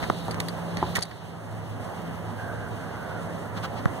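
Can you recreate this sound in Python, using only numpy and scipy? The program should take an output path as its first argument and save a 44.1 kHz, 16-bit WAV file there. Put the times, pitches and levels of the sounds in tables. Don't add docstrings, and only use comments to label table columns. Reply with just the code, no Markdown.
import sys
import numpy as np
from scipy import signal
from scipy.fft import rfft, irfft
from scipy.io import wavfile

SR = 44100
rng = np.random.default_rng(int(sys.argv[2]) if len(sys.argv) > 2 else 0)


def dump(signal):
    limited = np.clip(np.atleast_2d(signal).T, -1, 1)
    pcm = np.round(limited * 32767).astype(np.int16)
    wavfile.write(sys.argv[1], SR, pcm)


N = 176400
TIME = np.arange(N) / SR
FREQS = np.maximum(np.arange(N // 2 + 1) * SR / N, 1)
SIDES = np.array([[1], [-1]])


def from_db(db):
    return 10 ** (np.asarray(db) / 20)


def unit_rms(x):
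    return x / np.sqrt(np.mean(x ** 2) + 1e-20)


def automation(rows):
    times, *columns = np.transpose(rows)
    return [np.interp(TIME, times, column) for column in columns]


def over_freqs(points):
    hz, values = np.transpose(points)
    return np.interp(np.log(FREQS), np.log(hz), values)


def panned(db):
    return from_db(.5 * SIDES * db)


def drift(rate_hz):
    return unit_rms(irfft(rfft(rng.standard_normal(N)) / (1 + (FREQS / rate_hz) ** 2), N))


def decay(t, t60):
    return np.exp(-np.log(1000) * np.clip(t / t60, 0, 10))


def ring(clicks, hz, t60):
    radius, angle = np.exp(-np.log(1000) / (t60 * SR)), 2 * np.pi * hz / SR
    return signal.lfilter([0, np.sin(angle)], [1, -2 * radius * np.cos(angle), radius ** 2], clicks + 1e-18)


def sharp_click(gains):
    cepstrum = irfft(np.log(gains + 1e-6), N)
    click = irfft(np.exp(rfft(2 * cepstrum[:N // 2], N)), N)
    return click / np.sqrt(np.sum(click ** 2))


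def narrow_noise(hz, width_hz):
    phase = 2 * np.pi * np.cumsum(hz * np.ones(N)) / SR
    return unit_rms(drift(width_hz) * np.cos(phase) + drift(width_hz) * np.sin(phase))


# f/Hz, left-right correlation (clipped to +-1)
IMAGE_FOCUS = [(30, -0.5), (80, -0.47), (170, 2.4), (350, 0.5), (700, 0.5), (1300, -0.16), (2500, -0.09),
               (14000, 0)]
# f/Hz, left lead/rad
IMAGE_LEAD = [(30, -4), (70, -0.7), (150, -1), (350, 0.5), (700, -.5), (1300, -2.5), (3000, -0.5)]
# f/Hz, left minus right/dB
IMAGE_PAN = [(30, 7.5), (150, -12.5), (350, -4.5), (850, -2), (1550, -5.5), (2050, -4), (4000, 3.5),
             (8000, -2.5), (11000, -2.5), (14000, -7)]
def noise_spectrum(eq):
    mid, side = rfft(rng.standard_normal((2, N)))
    focus = np.clip(over_freqs(IMAGE_FOCUS), -1, 1)
    pair = np.sqrt(1 + focus) * mid + np.sqrt(1 - focus) * side * SIDES
    skew = np.exp(.5j * SIDES * over_freqs(IMAGE_LEAD))
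    return pair * from_db(over_freqs(eq)) * panned(over_freqs(IMAGE_PAN)) * skew


def turbulence(eq, flutter_db):
    spectrum, swell, out = noise_spectrum(eq), drift(rate_hz=7.5), 0
    octave = np.clip(np.log2(FREQS / 32), 0, 9)
    for k in range(10):
        band = irfft(spectrum * np.maximum(1 - abs(octave - k), 0), N)
        out += band * from_db(flutter_db * (.5 * swell + drift(rate_hz=11.6)))
    return unit_rms(out)


# t/s, level/dB
ROAR_FADER = [(0, -34.5), (.19, -38.5), (.33, -34.5), (.52, -36.5), (.88, -35), (.99, -36.5), (1.07, -43.5),
              (1.4, -42), (1.8, -38), (2.4, -37.5), (3.1, -37), (3.55, -36), (4, -35.5)]
# f/Hz, level/dB
ROAR_EQ = [(25, -3), (45, -11.5), (75, 5), (130, 0), (220, -1), (330, -4), (480, -2.5), (700, -1.5),
           (1000, -6), (1450, -12.5), (2000, -15), (2800, -32.5), (4500, -63), (16000, -64)]
def roar(trim_db=2.5):
    return from_db(trim_db + automation(ROAR_FADER)[0]) * turbulence(ROAR_EQ, flutter_db=1)


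# t/s, level/dB
HISS_FADER = [(0.0, -48), (0.17, -51.5), (0.41, -51.5), (0.7, -53), (0.91, -47.5), (1.07, -57), (1.3, -58),
              (1.58, -57.5), (1.98, -53), (2.21, -54.5), (3.5, -54.5), (4.0, -53)]
# f/Hz, level/dB
HISS_EQ = [(25, -41), (1500, -15.5), (2800, 7), (4000, -2.5), (5300, -4), (6700, -5.5), (9200, -5),
           (11000, -8.5), (15000, -15)]
def hiss(trim_db=3):
    return from_db(trim_db + automation(HISS_FADER)[0]) * turbulence(HISS_EQ, flutter_db=1.3)


# t/s, level/dB
SIZZLE_FADER = [(0, -47), (.2, -48.5), (.3, -52.5), (.45, -78), (.7, -57), (.9, -48), (1.02, -53.5),
                (1.12, -57.5), (1.5, -70)]
def sizzle():
    band = np.array([narrow_noise(hz=3890, width_hz=720) for _ in range(2)])
    return from_db(automation(SIZZLE_FADER)[0]) * band


# t/s, level/dB
LOW_HUM_FADER = [(0, -46.5), (.35, -41), (.58, -55), (.75, -38), (1.1, -54.5), (1.35, -47), (1.48, -39.5),
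                 (1.8, -39), (2.02, -49), (2.3, -40), (2.6, -38), (2.8, -44), (3.0, -46.5), (3.2, -45.5),
                 (4, -42)]
HIGH_HUM_FADER = [(0, -42), (.2, -45), (.28, -37.5), (.45, -35), (.58, -46), (.7, -34), (.95, -36.5),
                  (1.1, -53.5), (1.3, -45.5), (1.55, -51.5), (2.08, -39.5), (2.55, -45), (2.9, -49.5),
                  (3.249, -43), (4, -54)]
# f/Hz, pitch wander (twice its rms)/Hz, trim/dB, left lead/rad
HUM_VOICES = [(107.74, 3.94, 0.2, -1.27), (169.05, 3.45, 0.5, -0.89)]
def hum(waver_db=2.5):
    out = 0
    for (hz, wander_hz, trim_db, lead), fader in zip(HUM_VOICES, (LOW_HUM_FADER, HIGH_HUM_FADER)):
        phase = 2 * np.pi * np.cumsum(hz + .5 * wander_hz * drift(rate_hz=8.4)) / SR
        gain = from_db(trim_db + automation(fader)[0] + waver_db * drift(rate_hz=7.8))
        out += gain * np.sqrt(2) * np.sin(phase + np.array([[lead], [0]]))
    return out * panned(db=1)


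# t/s, level/dB, hold/s, jet t60/s, snap level/dB, tilt above 1 kHz/(dB per octave),
# high cut/Hz, rings relative to jet/dB, left minus right/dB
SPIT_CUES = [(0.027, -29, 0.014, .06, -30, -14, 12000, -27, 6),
             (0.31, -35, 0.003, 0.046, -33, 5, 13000, -2.5, 3),
             (0.3434, -36.5, 0.0022, .02, -42, 1.5, 9000, -22, -8),
             (0.4014, -40, 0.00093, 0.015, -20, 3.5, 15000, -20, -2),
             (0.4028, -30, 0.0012, 0.04, -24.5, 2.5, 15000, -13, -5),
             (0.4848, -35, 0.0032, 0.021, -38, 5.5, 14000, 3, 3),
             (0.7705, -26.5, 0.0025, 0.017, -20.5, 0.5, 16000, -19, -3),
             (0.776, -42.5, 0.039, .08, -48, -6, 12000, -14, -4),
             (0.9535, -28.5, 0.015, 0.038, -24, 2.5, 16500, -29, -11.5),
             (0.9894, -33.5, 0.002, 0.046, -29, 3, 10000, -7, -6),
             (1.007, -36, .002, 0.034, -43, 8, 12500, -22, 1),
             (1.021, -35, 0.001, 0.017, -35, 1, 12000, -12, 6),
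             (1.025, -29, 0.00093, 0.014, -22, 11, 9900, -4, 14),
             (1.0297, -35, 0.00081, 0.035, -24, 10, 10000, -3, -12),
             (1.053, -44, 0.0043, 0.028, -49, 4, 12000, -14, -7),
             (1.111, -42, 0.0028, 0.043, -42, -5, 9500, -14, -13)]
# f/Hz, level/dB
SPIT_EQ = [(200, 12.5), (1000, -23), (1900, 22), (2900, 5.5), (4500, 8), (5500, 3), (6800, -1), (9200, -2),
           (10500, -5.5), (15000, -19)]
# f/Hz, width/Hz, relative level/dB
SPIT_RESONANCES = [(4500, 290, 3), (9370, 220, -11)]
def spits(grain_db=6.5, snap_s=0.00027, left_lag_s=0.000305):
    out, spectrum = np.zeros((2, N)), noise_spectrum(SPIT_EQ)
    rings = unit_rms(sum(from_db(db) * np.array([narrow_noise(hz, width_hz) for _ in range(2)])
                         for hz, width_hz, db in SPIT_RESONANCES))
    grain = unit_rms(from_db(grain_db * drift(rate_hz=1100)))
    for onset, db, hold, t60, snap_db, tilt_db, cut_hz, ring_db, pan_db in SPIT_CUES:
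        start, release = int(onset * SR), TIME - onset - hold
        tilt = from_db(tilt_db * np.log2(np.maximum(FREQS / 1000, 1)))
        tone = tilt / np.sqrt(1 + (FREQS / cut_hz) ** 20)
        jet = unit_rms(irfft(spectrum * tone, N)) * grain * decay(release, t60)
        body = from_db(db) * (jet + from_db(ring_db) * rings * decay(release, t60=0.041))
        click = np.sqrt(snap_s * SR) * sharp_click(tone * from_db(over_freqs(SPIT_EQ)))
        snap = from_db(snap_db) * np.array([np.interp(TIME - left_lag_s, TIME, click, left=0), click])
        out[:, start:] += panned(pan_db) * (body[:, start:] + snap[:, :N - start])
    return out


# t/s, ring level/dB, ring length factor, emphasis/Hz, fall either side/(dB per octave),
# thump level/dB, crack level/dB, tail level/dB, difference between the ports (0-1)
KNOCK_CUES = [(0.0276, -10.5, 0.4, 1300, 5.5, -35, -37, -43, 0),
              (0.0998, 1.5, 0.42, 1180, 3, -13, -19, -41, 0.57),
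              (0.282, -25.5, 2.9, 900, 11, -45, -50, -32.5, 0.1),
              (0.382, -29, 1.6, 750, 5, -45, -50, -33, 0.4), (.983, -21, 1.6, 1300, 5.5, -13, -45, -45, 0),
              (1.526, -34, 0.31, 1190, -8, -45, -50, -56, .1),
              (3.8562, 1, 0.45, 1680, 11, -1.5, -23, -55, 0.36)]
# f/Hz, relative level/dB, t60 before the length factor/s
CASING_MODES = [(396, -4.5, 0.033), (468, -5.5, 0.036), (754, 0.5, 0.012), (960, -2.5, 0.016),
                (1203, -4, .014), (1546, -10.5, 0.016), (1820, -14, 0.011), (4020, -45, 0.00099),
                (7360, -27, 0.0042)]
# f/Hz, level/dB
TAIL_EQ = [(100, -36), (340, 4), (550, 9), (800, -2), (1100, 3.5), (1500, -11), (2500, -41), (8000, -67)]
def casing_knocks(thump_delay_s=0.0015, thump_centre=0.18, crack_top_hz=3950):
    out, t = np.zeros((2, N)), TIME[:SR // 8]
    click, hollow = signal.unit_impulse(len(t)), unit_rms(irfft(noise_spectrum(TAIL_EQ), N))
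    thump = ring(signal.unit_impulse(len(t), int(thump_delay_s * SR)), hz=149, t60=0.025)
    thump = thump * (thump_centre - SIDES)
    for onset, db, length, emphasis_hz, fall_db, thump_db, crack_db, tail_db, apart in KNOCK_CUES:
        start, body = int(onset * SR), 0
        for k, (hz, mode_db, t60) in enumerate(CASING_MODES):
            gain = from_db(db + mode_db - fall_db * abs(np.log2(hz / emphasis_hz)) + rng.normal(0, 1))
            ports = 1 - apart * SIDES * (-1) ** (k // 2)
            body += (-1) ** k * gain * ports * ring(click, hz, t60 * length)
        burst = rng.standard_normal((2, len(t))) * decay(t, t60=0.0034)
        crack = signal.lfilter(*signal.butter(1, crack_top_hz, fs=SR), burst)
        hit = body + from_db(thump_db) * thump + from_db(crack_db) * crack
        out[:, start:start + len(t)] += hit[:, :N - start]
        out += from_db(tail_db) * hollow * (TIME >= onset) * decay(TIME - onset, t60=0.16)
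    return out


# peak t/s, level/dB, bell width (sigma)/s
SCUFF_CUES = [(0.034, -35.5, 0.01), (0.969, -30.5, 0.011), (3.577, -37, 0.011), (3.635, -37.5, 0.0076),
              (3.651, -33, 0.0084), (3.782, -41, 0.016)]
# f/Hz, level/dB
SCUFF_EQ = [(100, -8), (700, -4), (1350, 9), (2100, -0.5), (3100, 1), (3700, -4.5), (4300, -4),
            (5500, -8.5), (9000, -18), (15000, -23)]
def scuffs(grain_db=0.5):
    swells = sum(from_db(db) * np.exp(-.5 * ((TIME - peak) / width) ** 2)
                 for peak, db, width in SCUFF_CUES)
    friction = irfft(noise_spectrum(SCUFF_EQ), N)
    return swells * unit_rms(friction * from_db(grain_db * drift(rate_hz=810)))


# t/s, level/dB
HOLLOW_CUES = [(0.8269, -20), (0.8373, -31)]
# f/Hz, relative level/dB, t60/s
WOODY_MODES = [(356, -4, 0.098), (407, -8, 0.074), (746, -7, 0.068), (840, -6, 0.1), (924, 8, 0.018),
               (1015, -6, 0.073), (1120, -10, 0.053), (1350, 0.5, .012), (1590, -11, 0.0083)]
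def hollow_knock(spread_s=0.00051, top_hz=2600):
    out = np.zeros(N)
    for onset, db in HOLLOW_CUES:
        for hz, mode_db, t60 in WOODY_MODES:
            start = int((onset + spread_s * rng.random()) * SR)
            out += from_db(db + mode_db) * ring(signal.unit_impulse(N, start), hz, t60)
    return signal.lfilter(*signal.butter(2, top_hz, fs=SR), out) * panned(db=0.5)


# t/s, f/Hz, level/dB
WHISTLE_GLIDE = [(2.31, 1630, -84), (2.39, 1569, -49.5), (2.64, 1550, -49), (2.74, 1545, -64),
                 (2.82, 1575, -54), (3.2, 1408, -52), (3.35, 1417, -73)]
def whistle():
    hz, db = automation(WHISTLE_GLIDE)
    return from_db(db) * narrow_noise(hz, width_hz=95) * panned(db=-20)


def scene():
    flame = roar() + hiss() + sizzle() + whistle()
    return flame + hum() + spits() + casing_knocks() + hollow_knock() + scuffs()


def record(dry):
    crossfeed, delay_s, from_hz, to_hz = 0.71, 0.000396, 810, 11100
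    low_cut_hz, high_cut_hz = 65, 15700
    spectrum = rfft(dry)
    share = crossfeed * (1 - np.exp(-(FREQS / from_hz) ** 2)) / (1 + (FREQS / to_hz) ** 4)
    other_port = np.exp(-2j * np.pi * FREQS * delay_s) * spectrum[::-1]
    wide = irfft((spectrum - share * other_port) / np.sqrt(1 + share ** 2), N)
    rounded = 0.64 * np.tanh(wide / 0.65)
    thinned = signal.sosfilt(signal.butter(2, low_cut_hz, "high", fs=SR, output="sos"), rounded)
    return signal.sosfilt(signal.ellip(10, .1, 80, high_cut_hz, fs=SR, output="sos"), thinned)


dry = scene()
out = record(dry)
dump(out)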